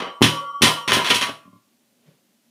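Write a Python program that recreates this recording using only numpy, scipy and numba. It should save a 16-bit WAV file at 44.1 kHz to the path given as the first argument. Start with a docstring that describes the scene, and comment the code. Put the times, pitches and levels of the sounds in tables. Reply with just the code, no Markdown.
"""A home gym: a loaded barbell drops on the carpet and bounces to rest, one end after the other.
Each landing thumps the floor and sets the loose iron plates chattering while the steel bar sings on.
The bar rocks a little, then a bare foot steps down. The room is small, with a faint hiss and hum,
and a limiter holds the loudest peaks."""
import sys
import numpy as np
from scipy import signal
from scipy.fft import rfft, irfft
from scipy.io import wavfile
from scipy.ndimage import uniform_filter1d
from numba import njit

SR = 44100
rng = np.random.default_rng(int(sys.argv[2]) if len(sys.argv) > 2 else 0)


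def log_audio(samples):
    """Write samples as a 16-bit WAV file to the path given in sys.argv[1]."""
    # one column per channel
    frames = np.atleast_2d(samples).T
    # limit to full scale, then quantise
    limited = np.clip(frames, -1, 1)
    pcm = np.round(limited * 32767).astype(np.int16)
    wavfile.write(sys.argv[1], SR, pcm)


N = 110250
T = np.arange(N) / SR
HIT_T = T[:SR // 2]  # half a second for one hit to ring
TOP_HZ = 15300


def undb(db):
    return 10 ** (np.asarray(db) / 20)


def unit(x):
    """Scale to unit energy."""
    return x / np.sqrt(np.sum(x ** 2))


def fade(t60, t=T):
    """Exponential decay from 1."""
    return np.exp(-np.log(1000) * t / max(t60, 1e-3))


def curve(points, hz):
    """Read a table on a log-frequency axis."""
    freqs, values = np.array(points).T
    return np.interp(np.log(hz + 1), np.log(freqs), values)


def colour(x, points, size=2 ** 17):
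    """Minimum-phase EQ through (frequency [Hz], gain [dB]) points."""
    cepstrum = irfft(curve(points, np.fft.rfftfreq(size, 1 / SR)) * np.log(10) / 20)
    cepstrum[1:size // 2] *= 2
    cepstrum[size // 2 + 1:] = 0
    return irfft(rfft(x, size) * np.exp(rfft(cepstrum)))[:N]


def through(x, response):
    return signal.fftconvolve(x, response)[:N]


def at(s, x):
    """Place a sound at a time."""
    return np.pad(x, (max(int(s * SR), 0), N))[:N]


def blows(table):
    """One impulse for each row's time and level."""
    return sum(at(s, undb([db])) for s, db, *_ in table)


def ring(modes, t=HIT_T, detune=0.):
    """Decaying sines, one for each mode, with random polarity."""
    chance = rng.standard_normal((len(modes), 2))
    return sum(np.sign(flip) * undb(db) * fade(t60, t) * np.sin(2 * np.pi * hz * (1 + detune * off) * t)
               for (hz, db, t60), (flip, off) in zip(modes, chance))


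def waver(size=1400):
    """Random wobble with a spread of 1, smoothed over size samples."""
    x = uniform_filter1d(uniform_filter1d(rng.standard_normal(N), size), size // 2)
    return x / x.std()


def room_tone(hum_hz=240):
    """Faint hiss and an appliance's hum."""
    # hiss EQ (frequency [Hz], gain [dB])
    air_eq = [(18, -60.5), (30, -32), (163, -15.5), (240, -2), (267, -12), (426, -17.5), (472, -26.5),
              (524, -17.5), (1200, -27), (2990, -24.5), (15000, -29.5)]
    air = colour(rng.standard_normal(N), air_eq)
    return undb(-64.5) * air / air.std() + undb(-71) * np.sin(2 * np.pi * hum_hz * T)


def bar(sway_db=2):
    """The steel bar sings from one bounce until the next takes over; each tone wavers as the bar shakes."""
    # bounces that ring the bar (time [s], level [dB], t60 [s])
    bounces = [(0.0, -34, 3.36), (0.224, -27.5, 5.2), (0.62, -28, 6.3), (0.921, -33, 3.3),
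               (1.218, -26.5, 0.67)]
    # bar modes (frequency [Hz], level [dB], share of the bounce's t60 [ratio])
    modes = [(482, -14, 0.13), (547, -11, 0.18), (931, -11, 0.19), (953, -7.5, 0.19), (1136, -2, 0.85),
             (1200, -14, 0.99), (1389, -14, 0.98), (2050, -28, .35), (2830, -15, .15), (3062, -10, 0.23),
             (3165, -7.5, .17), (3907, -12, 0.087), (4530, -15, 0.089), (5620, -20, .2), (8160, -25, .18)]
    ends = [row[0] for row in bounces[1:]] + [N / SR]
    attack = 1 - fade(0.018)
    out = np.zeros(N)
    for hz, level, share in modes:
        swell = sum(undb(db) * at(s, fade(share * t60) * attack) * fade(0.071, np.maximum(T - end, 0))
                    for (s, db, t60), end in zip(bounces, ends))
        depth = 0.95 * np.clip(1.25 - share, 0, 1)  # short-lived tones waver most
        gain = undb(level + sway_db * waver(size=7000))
        tremolo = 1 + depth * waver()
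        out += gain * swell * tremolo * np.sin(2 * np.pi * hz * T + depth * waver())
    return out


def plate_clank(count=130, lesser_t60=0.33):
    """One iron plate's answer to a knock: main modes, many lesser ones and a short crack."""
    # main plate modes (frequency [Hz], level [dB], t60 [s])
    modes = [(505, -9, 0.42), (662, -17.5, 0.31), (967, -7.5, 0.85), (1026, 1.5, 0.15), (1856, -1.5, .3),
             (2097, -6, 0.085), (2416, -7.5, .22), (2677, -1.5, 0.1), (2974, 1.5, 0.66), (2975, -0.5, 0.12),
             (3210, 9.5, 0.11), (3464, -11, 0.067), (4004, -6.5, .25), (4000, -1, .25), (4204, -5.5, .25),
             (5196, -6.5, 0.1), (5700, -15.5, .3), (6528, -11, 0.2), (7100, -12.5, 0.21), (7522, -15, .3),
             (8140, -16, .3), (8450, -12, 0.22), (9100, -15.5, 0.2)]
    # colour of the lesser modes and the crack (frequency [Hz], gain [dB])
    iron_eq = [(60, -47), (160, -2), (320, -3), (600, -4.5), (1050, 0), (1550, 0.5), (2300, 1.5), (3200, 8),
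               (4000, -2), (5500, -2.5), (7500, -13), (8900, -14), (10000, -9), (11200, -18.5),
               (12400, -20), (13700, -17), (15500, -29.5)]
    lesser_hz = 350 * (TOP_HZ / 350) ** ((np.arange(count) + rng.random(count)) / count)
    lesser = ring([(hz, curve(iron_eq, hz) + 10 * np.log10(hz), lesser_t60) for hz in lesser_hz])
    crack = colour(rng.standard_normal(N) * fade(0.0028), iron_eq)[:len(HIT_T)]
    main = ring(modes, detune=.005)
    return undb(1) * unit(main) + undb(0.5) * unit(lesser) + undb(2.5) * unit(crack)


def plate_chatter(count=4, contacts_per_s=500):
    """Each clash is a crack and a dying chatter; plates ring longer in the air than on the carpet."""
    # plates knocking together (time [s], level [dB], chatter length [s], first crack [relative dB],
    # brightness [dB/octave], damping t60 [s])
    clashes = [(0.001, -17.5, 0.0091, -10.5, -5.5, .9), (0.019, -20, 0.012, -13.5, -8.5, .9),
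               (0.064, -29.5, 0.016, -12.5, -11, .9), (0.2225, 1.5, 0.016, -12, 0, 1.2),
               (0.242, -5, 0.012, -2, -0.5, 1.2), (0.6195, -0.5, 0.044, -6.5, 1.5, .8),
               (0.657, -22.5, 0.042, -7.5, -11, .8), (0.877, -7.5, 0.047, -18, -2, .6),
               (0.920, 1, 0.0043, 2.5, -3.5, .3), (0.928, -9, .035, -12, 2.5, .6),
               (0.966, -16, 0.065, -8, -6, .5), (1.045, -11, 0.053, -3.5, -2, .5),
               (1.095, -9.5, 0.0066, -20, 1, .4), (1.102, -2, 0.021, -5, -1.5, .4),
               (1.143, -9, 0.034, -10.5, 1.5, .35), (1.212, -8.5, 0.03, -29.5, -1, .3),
               (1.265, -24, 0.025, -17, -5.5, .25), (1.293, -19, 0.0079, -8, -6.5, 0.051)]
    clanks = [plate_clank() for _ in range(count)]
    octaves = np.log2(np.clip(np.fft.rfftfreq(SR, 1 / SR), 700, 12000) / 3000)
    n, lead = len(HIT_T), SR // 1000  # the lead leaves room for the brightness EQ's pre-ring
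    out = np.zeros(N)
    for row, (s, db, length, first_db, bright, damp_t60) in enumerate(clashes):
        spectrum = 0
        for k, clank in enumerate(clanks):
            touch = rng.random(n) < contacts_per_s / SR
            force = undb(-np.clip(rng.standard_normal(n), -2, 2)) * rng.choice([-1, 1], n)
            chatter = touch * force * np.exp(-(HIT_T / length) ** 1.8)
            chatter[0] += 3 * undb(first_db) * (k == row % count)  # plates take turns to crack first
            damped = clank * fade(damp_t60, HIT_T)
            spectrum += rfft(np.roll(chatter, lead), SR) * rfft(damped, SR)
        clash = irfft(spectrum * undb(bright * octaves))[:3 * SR // 4]
        out += undb(db) * at(s - lead / SR, clash)
    return out


def floor_boom():
    """The floor's low ring under a blow."""
    # floor modes (frequency [Hz], level [dB], t60 [s])
    modes = [(116.6, -2.5, .26), (155.5, -5, 0.38), (197.4, 1.5, .18), (243, -5.5, 0.068), (279, -2, 0.2),
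             (314, -7.5, 0.2)]
    return ring(modes)


def floor_thumps(boom, swing_hz=217):
    """Each landing thuds, swings the floor briefly and rings its modes."""
    # weight meeting the floor (time [s], level [dB], t60 of the swing [s])
    landings = [(0.02, -28, .04), (0.209, -13, 0.036), (0.2169, 8, 0.043), (0.242, -2, 0.077),
                (0.263, -13.5, 0.067), (0.612, -15, 0.019), (0.621, -6, 0.03), (0.634, 3, 0.043),
                (0.878, -11.5, 0.18), (0.922, -5, 0.04), (0.969, -8, 0.081), (1.102, -10, 0.094),
                (1.157, -14.5, 0.046), (1.214, -17, 0.18), (1.292, -23, 0.035)]
    # thud EQ (frequency [Hz], gain [dB])
    thud_eq = [(25, -31.5), (70, -34), (120, -12), (230, 0), (330, 1.5), (480, -12), (1000, -12.5),
               (2200, -21.5), (5000, -42)]
    tone = np.sin(2 * np.pi * swing_hz * HIT_T)
    swing = sum(undb(db) * at(s, unit(tone * fade(t60, HIT_T))) for s, db, t60 in landings)
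    thud = unit(colour(rng.standard_normal(N) * fade(0.016), thud_eq))[:len(HIT_T)]
    return undb(11) * swing + through(blows(landings), undb(-22.5) * boom + undb(8) * thud)


def rocking(boom):
    """The settling bar rocks, with soft floor bumps and clinks."""
    # rocks of the bar (time [s], level [dB])
    rocks = [(1.452, 0), (1.474, 2), (1.528, 2), (1.556, -3.5), (1.59, -19)]
    # clink modes (frequency [Hz], level [dB], t60 [s])
    clink_modes = [(1043, -0.5, .2), (1150, -2, 0.11), (594, -5, 0.074), (2150, -15, .15),
                   (3200, -18, 0.25)]
    bump = undb(-49) * boom + undb(-53) * ring(clink_modes)
    envelope = (1 - fade(0.014, HIT_T)) * fade(0.24, HIT_T)
    return through(blows(rocks), bump * envelope)


def footstep(time_s=2.088, thump_hz=155):
    """A bare foot brushes the carpet and comes down with a soft, low thump."""
    # sole brushing the carpet (frequency [Hz], gain [dB])
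    scuff_eq = [(100, -15), (350, 2), (550, 2.5), (800, -11.5), (3500, -13), (12000, -34)]
    scuff = colour(rng.standard_normal(N), scuff_eq)
    away = np.abs(T - time_s)
    thump = np.exp(-away / 0.0095) * np.sin(2 * np.pi * thump_hz * T)
    return undb(-43.5) * thump + undb(-61) * np.exp(-away / 0.069) * scuff / scuff.std()


def room(x, wet_db=-4.5, build_s=.002):
    """Dense, short reflections of a small room."""
    # reverb decay by band (frequency [Hz], t60 [s])
    decays = [(120, .22), (500, 0.34), (2000, 0.32), (5000, 0.27), (14000, 0.36)]
    noise, hz = rfft(rng.standard_normal(N)), np.fft.rfftfreq(N, 1 / SR)
    tail = np.zeros(N)
    for centre, t60 in decays:
        band = curve([(f, float(f == centre)) for f, _ in decays], hz)
        tail += irfft(noise * band, N) * fade(t60)
    return x + undb(wet_db) * through(x, unit(tail * (1 - np.exp(-T / build_s))))


def scene():
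    """Mono mix: the hits go through the room; the bar's ring and the room tone stay dry."""
    chatter, boom = plate_chatter(), floor_boom()
    hits = chatter + floor_thumps(boom) + rocking(boom) + footstep()
    return (room(hits) + bar() + room_tone())[None]


@njit
def follow(x, release):
    """Peak follower: instant rise, exponential fall."""
    out, peak = np.empty(len(x)), 0.
    for i in range(len(x)):
        peak = max(abs(x[i]), peak * release)
        out[i] = peak
    return out


def record(dry, low_cut_hz=105, limit_db=-.5, release_s=.025):
    """A limiter holds the loudest peaks; the deep bass and the top are cut."""
    low_cut = signal.butter(3, low_cut_hz, "high", fs=SR, output="sos")
    high_cut = signal.ellip(8, .2, 70, TOP_HZ, fs=SR, output="sos")
    x = signal.sosfilt(low_cut, dry[0])
    peak = follow(x, np.exp(-1 / (release_s * SR)))
    gain = uniform_filter1d(np.minimum(1, undb(limit_db) / (peak + 1e-9)), size=64)
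    return signal.sosfilt(high_cut, np.clip(x * gain, -1, 1))[None]


dry = scene()
out = record(dry)
log_audio(out)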